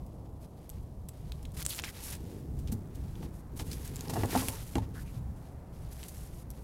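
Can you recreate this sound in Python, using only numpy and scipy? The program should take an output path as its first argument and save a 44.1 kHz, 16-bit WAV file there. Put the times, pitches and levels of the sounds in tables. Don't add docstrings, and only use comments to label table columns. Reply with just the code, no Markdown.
import sys
import numpy as np
from scipy import signal
from scipy.fft import rfft, irfft, next_fast_len
from scipy.io import wavfile
from scipy.ndimage import uniform_filter1d

SR = 44100
rng = np.random.default_rng(int(sys.argv[2]) if len(sys.argv) > 2 else 0)


def master(y):
    cut = np.clip(np.atleast_2d(y).T, -1, 1)
    pcm = np.round(cut * 32767)
    wavfile.write(sys.argv[1], SR, pcm.astype(np.int16))


N = 292710
T = np.arange(N) / SR


def undb(db):
    return 10 ** (np.asarray(db) / 20)


def unit(x):
    return x / np.sqrt(np.mean(x ** 2))


def curve(table):
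    return undb(np.interp(T, *np.transpose(table)))


def colour(x, points):
    hz, db = np.transpose(points)
    size = next_fast_len(N, real=True)
    f = np.arange(size // 2 + 1) * SR / size
    gain = undb(np.interp(np.log(f + 1), np.log(hz), db))
    return unit(irfft(rfft(x, size) * gain, size)[:N])


def filt(x, hz, kind, order=2):
    edges = np.clip(hz, 10, .47 * SR)
    return signal.sosfilt(signal.butter(order, edges, kind, fs=SR, output="sos"), x)


def walk(rate):
    hold = max(int(SR / rate), 2)
    steps = rng.standard_normal(N)[np.arange(N) // hold]
    return unit(uniform_filter1d(steps, hold))


def grains(rate, spread_db):
    happens = rng.random(N) < rate / SR
    strength = undb(spread_db * np.minimum(rng.exponential(size=N), 4))
    return unit(happens * rng.choice([-1, 1], N) * strength)


def add(out, start, sound):
    i = max(int(start * SR), 0)
    out[i:i + len(sound)] += sound[:N - i]


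def stroke(t, length, attack_s, release_s, arch_db):
    out, live = np.zeros(len(t)), (t > 0) & (t < length + 10 * release_s)
    t = t[live]
    progress = np.clip(t / length, 0, 1)
    attack = np.clip(t / attack_s, 0, 1)
    release = np.exp(-np.maximum(t - length, 0) / release_s)
    out[live] = attack * release * undb(-arch_db * (2 * progress - 1) ** 2)
    return out


# time in seconds, level in dB before the swells.
RUMBLE_LEVEL = [(0, -43), (.4, -45), (1.05, -43.5), (1.5, -47), (2.15, -44.5), (2.55, -40.5), (4.4, -41.5),
                (5.1, -40.5), (5.8, -44.5), (6.64, -44.5)]
# time in seconds, level in dB.
TYRE_LEVEL = [(0, -71.5), (2.3, -67), (2.8, -62), (5.5, -61), (6.64, -63)]
# frequency in Hz, relative density in dB per Hz.
RUMBLE_COLOUR = [(15, -24), (25, -5), (45, -4), (63, 0.5), (80, -3), (120, -5), (160, -7), (220, -16.5),
                 (320, -26.5), (600, -56.5)]
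WASH_COLOUR = [(100, -10), (250, 1.5), (450, -3), (600, -5.5), (740, -7), (1000, -12.5), (1300, -22.5),
               (2000, -57), (4000, -44), (8000, -75), (12000, -74), (16000, -43)]
TYRE_COLOUR = [(400, 16.5), (800, 17), (1400, 9), (2000, 5), (3000, -7.5), (6000, -13)]


def town(swell_db=2.1, wash_db=-56, wash_sway_db=1.3, drone_hz=64, drone_db=-53):
    rumble = colour(rng.standard_normal(N), RUMBLE_COLOUR) * curve(RUMBLE_LEVEL) * undb(swell_db * walk(11))
    drone_pitch = drone_hz * (1 + 0.0391 * walk(6.5))
    drone = np.sin(2 * np.pi * np.cumsum(drone_pitch) / SR) * undb(walk(3.6))
    wash = colour(rng.standard_normal(N), WASH_COLOUR) * undb(wash_sway_db * walk(2.28))
    tyres = colour(rng.standard_normal(N), TYRE_COLOUR) * curve(TYRE_LEVEL)
    return rumble + undb(drone_db) * unit(drone) + undb(wash_db) * wash + tyres


# start in seconds,
# length in seconds, treble level in dB before trim and flutter, body of the rustle in dB relative to the treble.
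RUSTLES = [(0.403, 0.055, -65.5, -2), (0.514, 0.33, -73, 4), (1.063, 0.44, -71, 3.5),
           (1.534, 0.025, -57.5, -2), (1.561, 0.067, -47.5, -1), (1.677, 0.052, -42.5, -8.5),
           (1.707, 0.093, -46.5, -2.5), (1.822, 0.084, -52, 1.5), (1.89, 0.27, -55, -0.5),
           (1.999, 0.14, -45.5, -2.5), (2.146, 0.26, -67, 4), (2.523, 0.25, -72, -1), (2.9, 0.36, -70, 5),
           (3.217, .04, -62.5, 2), (3.322, 0.086, -64, -4), (3.554, 0.073, -53, -4.5),
           (3.623, 0.18, -55.5, -3), (3.79, 0.11, -55, 0), (3.853, 0.38, -57.5, 3),
           (4.091, 0.021, -58, 8.5), (4.105, 0.21, -50.5, 0.5), (4.287, 0.13, -43.5, 2),
           (4.32, 0.18, -43.5, -4.5), (4.481, 0.077, -47.5, -2), (4.54, 0.09, -52.5, 0),
           (4.598, 0.19, -56, -4), (4.712, 0.14, -69, 11), (4.931, 0.1, -58, -0.5), (5.031, 0.16, -65, 0.5),
           (5.347, 0.18, -71.5, -1), (5.687, 0.31, -67.5, -1), (5.908, 0.03, -57, -4),
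           (5.896, 0.38, -56.5, -4), (6.094, .14, -67, -6), (6.305, 0.12, -61, -3.5),
           (6.526, 0.11, -65.5, 0)]
# frequency in Hz, relative density in dB per Hz.
FILM_COLOUR = [(1500, -11), (3500, -5.5), (5500, 2), (8000, 4), (11500, 7), (14000, 1), (16000, -10)]
BODY_COLOUR = [(150, 2), (400, -15), (900, 4), (1800, 5.5), (3300, 4.5), (5000, 3), (9000, -7)]
ATTACK_SHARE, RELEASE_SHARE = 0.23, 0.07
FIDGET_DB = -76


def rustle(film_db=-1, body_db=-2.0, shimmer_db=2.0, flutter_db=1.0, crease_db=-7, hiss_db=-7):
    motion = rubbing = undb(FIDGET_DB)
    for start, length, db, firm_db in RUSTLES:
        attack_s, release_s = ATTACK_SHARE * length, RELEASE_SHARE * length
        push = undb(db) * stroke(T - start, length, attack_s, release_s, arch_db=2)
        motion = np.hypot(motion, push)
        rubbing = np.hypot(rubbing, undb(firm_db) * push)
    film_snaps = grains(rate=2000, spread_db=-5.0) + undb(hiss_db) * rng.standard_normal(N)
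    creases = colour(grains(rate=190, spread_db=-1.5), FILM_COLOUR)
    film = colour(film_snaps, FILM_COLOUR) + undb(crease_db) * creases
    body_snaps = grains(rate=1400, spread_db=-2.0) + undb(hiss_db) * rng.standard_normal(N)
    body = colour(body_snaps, BODY_COLOUR) * undb(shimmer_db * walk(40))
    crinkle = undb(film_db) * motion * film + undb(body_db) * rubbing * body
    return undb(flutter_db * walk(110)) * crinkle


# start in seconds, ring level in dB before trim,
# pitch in Hz, crack in dB relative to the ring.
CLICKS = [(.064, -60.5, 11600, 2), (0.6936, -33, 11700, -27), (.7001, -35.5, 8100, -11.5),
          (1.087, -37.5, 11200, -5.5), (1.091, -38, 8000, -9), (1.3206, -34.5, 3840, -10.5),
          (1.4286, -48, 10000, -5), (1.453, -43, 3340, -4), (1.519, -52, 9000, -6), (1.6076, -36, 9500, -3),
          (1.6257, -38, 7400, 1), (1.6265, -39, 9000, 0), (1.6512, -26, 7500, -19),
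          (1.6535, -29, 7550, -23), (1.655, -29, 7400, -10), (1.664, -14, 8440, -27),
          (1.7062, -25, 11600, -14), (1.748, -31, 7500, -17), (1.7902, -28, 2900, -7),
          (1.7966, -31, 2980, -4), (1.821, -37, 7000, -12), (1.838, -26, 2550, -16),
          (1.8442, -36, 2900, -12), (1.889, -43, 1940, 2), (2.152, -38.5, 8200, -7.5),
          (2.6745, -46.5, 3450, -3), (3.155, -47, 3360, -10), (3.7155, -41, 4250, -7.5),
          (3.7315, -37.5, 5000, -3), (3.877, -40, 8500, -3.5), (3.993, -44, 6300, -9),
          (3.959, -31.5, 7460, -9), (3.966, -34, 7440, -10), (4.0086, -31.5, 6730, -7),
          (4.083, -36, 5200, -22), (4.2342, -32, 1980, -13), (4.257, -40, 9100, 1),
          (4.4848, -17, 10000, -17), (4.485, -27.5, 2650, -5.5), (4.492, -36, 9500, -9),
          (4.7547, -33, 2070, 1), (4.783, -37.5, 1970, -3.5), (6.0383, -34, 7900, -15),
          (6.5036, -38, 11500, -6.5), (6.512, -48, 11000, -5)]
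SNAP_DECAY_S, SNAP_REF_DB, SNAP_HALVING_DB = 0.0005, -23.5, 19.5


def clicks(gain_db=1, edge_db=-1, crack_stretch=3, tail_db=-40, tail_s=0.024):
    out, t = np.zeros(N), T[:SR // 12]
    for start, db, hz, crack_db in CLICKS:
        fade = t / (SNAP_DECAY_S * 2 ** ((SNAP_REF_DB - db) / SNAP_HALVING_DB))
        envelope = np.exp(-fade) + undb(edge_db) * np.exp(-2 * hz * t)
        ring = envelope * np.sin(2 * np.pi * hz * t)
        grit = unit(filt(rng.standard_normal(len(t)), [hz / 2, min(2 * hz, 15000)], "bandpass", order=1))
        snap = ring + undb(crack_db) * grit * np.exp(-fade / crack_stretch)
        echoes = rng.standard_normal(len(t)) * np.exp(-t / tail_s)
        scatter = signal.fftconvolve(snap, echoes)[:len(t)]
        add(out, start, undb(db + gain_db) * (snap + undb(tail_db) * scatter))
    return out


# start in seconds, length in seconds, centre in Hz, level in dB.
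SCRATCHES = [(1.692, 0.0097, 9500, -41), (1.76, 0.013, 8000, -47), (1.781, .012, 3130, -45.5),
             (1.8403, 0.008, 2800, -37), (2.588, 0.0087, 6600, -55.5), (2.681, 0.0066, 2980, -54),
             (2.718, 0.009, 8900, -43), (2.947, 0.014, 7000, -56), (3.223, 0.012, 2200, -56.5),
             (3.591, .012, 3040, -44), (3.6, 0.0087, 5000, -46.5), (3.712, 0.0058, 4960, -42.5),
             (3.729, 0.004, 6000, -44), (3.848, .008, 9000, -48), (4.095, 0.0077, 6800, -39.5),
             (4.134, 0.008, 6260, -42), (4.486, 0.0054, 9500, -40), (5.361, 0.011, 7000, -65),
             (6.028, 0.0066, 2400, -46), (6.082, 0.007, 9050, -45.5)]


def scratches(width_octaves=1.67):
    out, t, half = np.zeros(N), T[:SR // 8], 2 ** (width_octaves / 2)
    catches = grains(rate=3000, spread_db=3.5)
    for start, length, hz, db in SCRATCHES:
        run = catches[int(start * SR):][:len(t)]
        rasp = unit(filt(run, [hz / half, min(hz * half, 15000)], "bandpass", order=1))
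        add(out, start, undb(db) * rasp * stroke(t, length, attack_s=0.001, release_s=0.012, arch_db=4))
    return out


# start in seconds, length in seconds, note in Hz,
# rise in octaves, level in dB.
HOARSE_NOTES = [(1.698, 0.034, 3960, -0.09, -41.5), (1.855, 0.041, 2410, -0.33, -49.5),
                (4.317, 0.04, 2220, -0.3, -48), (4.336, 0.043, 1211, 0.066, -42),
                (4.946, 0.055, 1490, 0.11, -54.5), (5.045, 0.066, 2440, 0.036, -66.5)]


def hoarse_notes(width_octaves=0.47):
    out, t = np.zeros(N), T[:SR // 4]
    for start, length, hz, rise, db in HOARSE_NOTES:
        note = hz * 2 ** (rise * np.clip(t / length, 0, 1))
        noise = filt(rng.standard_normal(len(t)), hz * (2 ** (width_octaves / 2) - 1), "lowpass")
        rasp = unit(noise * np.sin(2 * np.pi * np.cumsum(note) / SR))
        add(out, start, undb(db) * rasp * stroke(t, length, attack_s=0.0063, release_s=0.0099, arch_db=2.5))
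    return out


# frequency in Hz before flexing, relative level in dB,
# time to fall by 60 dB in seconds.
BIN_MODES = [(101.7, 5.5, 0.18), (173, -11, 0.21), (224, -8.5, 0.12), (262, -5, 0.17), (343.6, -3.5, 0.056),
             (403, -1.5, 0.073), (459.7, -5, 0.16), (526, -4.5, 0.087), (580, -6, 0.086), (737, -3, 0.042),
             (785, -6.5, 0.06), (835, -4, 0.11), (901, 0.5, 0.041), (1046, -11.5, 0.11), (1120, -8, 0.06),
             (1304, -20, 0.1), (1430, -16, 0.14), (1760, -8, 0.06), (1980, -3, 0.036), (2840, -1, 0.044)]
TRAVEL_S = 0.0024
BEND_SHARE, BEND_S = 0.026, 0.021


def bin_ring(weights):
    out = np.zeros(SR // 3)
    flex = 1 + 0.004 * rng.standard_normal(len(BIN_MODES))
    for weight, shift, (hz, db, t60) in zip(weights, flex, BIN_MODES):
        delay = TRAVEL_S * np.sqrt(BIN_MODES[0][0] / hz)
        t = np.maximum(T[:len(out)] - delay, 0)
        bent = t - BEND_SHARE * BEND_S * (1 - np.exp(-t / BEND_S))
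        decay = np.exp(-np.log(1000) * t / t60)
        out += weight * undb(db) * decay * np.sin(2 * np.pi * hz * shift * bent)
    return out


# start in seconds, length in seconds, level in dB before trim.
SHUFFLES = [(2.145, 0.38, -44), (2.512, 0.58, -48), (3.143, 0.19, -45.5), (3.496, 0.36, -45.5),
            (3.843, 0.32, -46.5), (4.07, 0.42, -42), (4.78, 0.23, -48)]
# frequency in Hz, relative density in dB per Hz.
SHUFFLE_COLOUR = [(30, -21), (90, 1), (150, 9.5), (210, 6), (330, 4), (480, -3), (800, -34)]
# start in seconds, length in seconds, level in dB before trim.
DRAGS = [(3.592, 0.023, -69), (3.987, 0.21, -49.5), (4.158, 0.027, -36.5), (4.253, 0.064, -50),
         (4.39, 0.046, -43), (4.466, .11, -47.5), (4.808, 0.044, -52)]


def scrabble(drag_db=-2, shuffle_db=-1, press_s=0.05):
    slips = grains(rate=450, spread_db=0.0)
    ring = bin_ring(rng.choice([-1, 1], len(BIN_MODES)))
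    ring = ring * np.exp(-T[:len(ring)] / press_s)
    wall = unit(filt(signal.fftconvolve(slips, ring)[:N], [280, 1500], "bandpass"))
    shuffle = colour(grains(rate=370, spread_db=-0.5), SHUFFLE_COLOUR)
    dragging, shifting = np.zeros(N), np.zeros(N)
    for start, length, db in DRAGS:
        dragging += undb(db) * stroke(T - start, length, attack_s=0.0054, release_s=0.031, arch_db=6)
    for start, length, db in SHUFFLES:
        shifting += undb(db) * stroke(T - start, length, attack_s=0.025, release_s=0.11, arch_db=7.5)
    return undb(drag_db) * dragging * wall + undb(shuffle_db) * shifting * shuffle


# start in seconds, peak in dB before trim, note of the struck panel in Hz,
# lift of that panel in dB, following weight in dB relative to the blow before trim.
KNOCKS = [(2.7213, -27.5, 233.8, 47, 0.5), (2.973, -41, 262, 20, -10), (3.228, -35, 720, 7, -8),
          (3.597, -32.5, 980, 21, 6.5), (4.096, -27, 232, 2, -2.5), (4.135, -26, 364, 7, -4),
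          (4.157, -24, 766, 9, -15), (4.166, -22.5, 730, 15, -6), (4.175, -28, 416, 13, -1),
          (4.194, -33, 420, 11, 2), (4.208, -35, 400, 10, -8), (4.2339, -18, 365, 19, -19),
          (4.25, -27, 800, 5, -8), (4.297, -35, 308, 2, -15), (4.329, -25.5, 424, 12, -11),
          (4.351, -16, 756, 18.5, -17), (4.357, -20.5, 260, 23, -1), (4.3608, -20, 890, 17, -21),
          (4.376, -31, 470, 1, -6), (4.421, -27, 1075, 12, -14), (4.483, -27, 460, -5, -10),
          (4.7548, -19, 335, 17.5, -1), (4.761, -23, 255.6, 21.5, -8), (4.782, -27, 894, 20, 2),
          (4.819, -39, 260, 2, -4), (5.353, -49, 850, 6, -15)]
WALL_LOW_HZ = 62
PAW_EDGE_HZ = 1250
WEIGHT_LAG_S, WEIGHT_EDGE_HZ = 0.0153, 190


def knocks(gain_db=1, weight_db=-3, panel_octaves=0.094, rattle_db=-33, rattle_s=0.044):
    out, t = np.zeros(N), T[:SR // 3]
    mode_hz = np.array(BIN_MODES)[:, 0]
    for start, db, panel_hz, lift_db, follow_db in KNOCKS:
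        nearness = np.exp(-(np.log2(mode_hz / panel_hz) / panel_octaves) ** 2)
        ring = bin_ring(undb(lift_db * nearness))
        rattle = unit(filt(rng.standard_normal(len(t)), [200, 2200], "bandpass")) * np.exp(-t / rattle_s)
        struck = ring / np.abs(ring).max() + undb(rattle_db) * rattle
        blow = filt(struck, PAW_EDGE_HZ, "lowpass")
        boom = filt(bin_ring(np.ones(len(BIN_MODES))), WEIGHT_EDGE_HZ, "lowpass")
        add(out, start, undb(db + gain_db) * blow / np.abs(blow).max())
        add(out, start + WEIGHT_LAG_S, undb(db + follow_db + weight_db) * boom / np.abs(boom).max())
    return filt(out, WALL_LOW_HZ, "highpass")


def scene():
    return (town() + rustle() + clicks() + scratches() + hoarse_notes() + scrabble() + knocks())[None]


def record(dry, top_hz=15800):
    return signal.sosfilt(signal.ellip(10, .2, 70, top_hz, fs=SR, output="sos"), dry)


dry = scene()
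out = record(dry)
master(out)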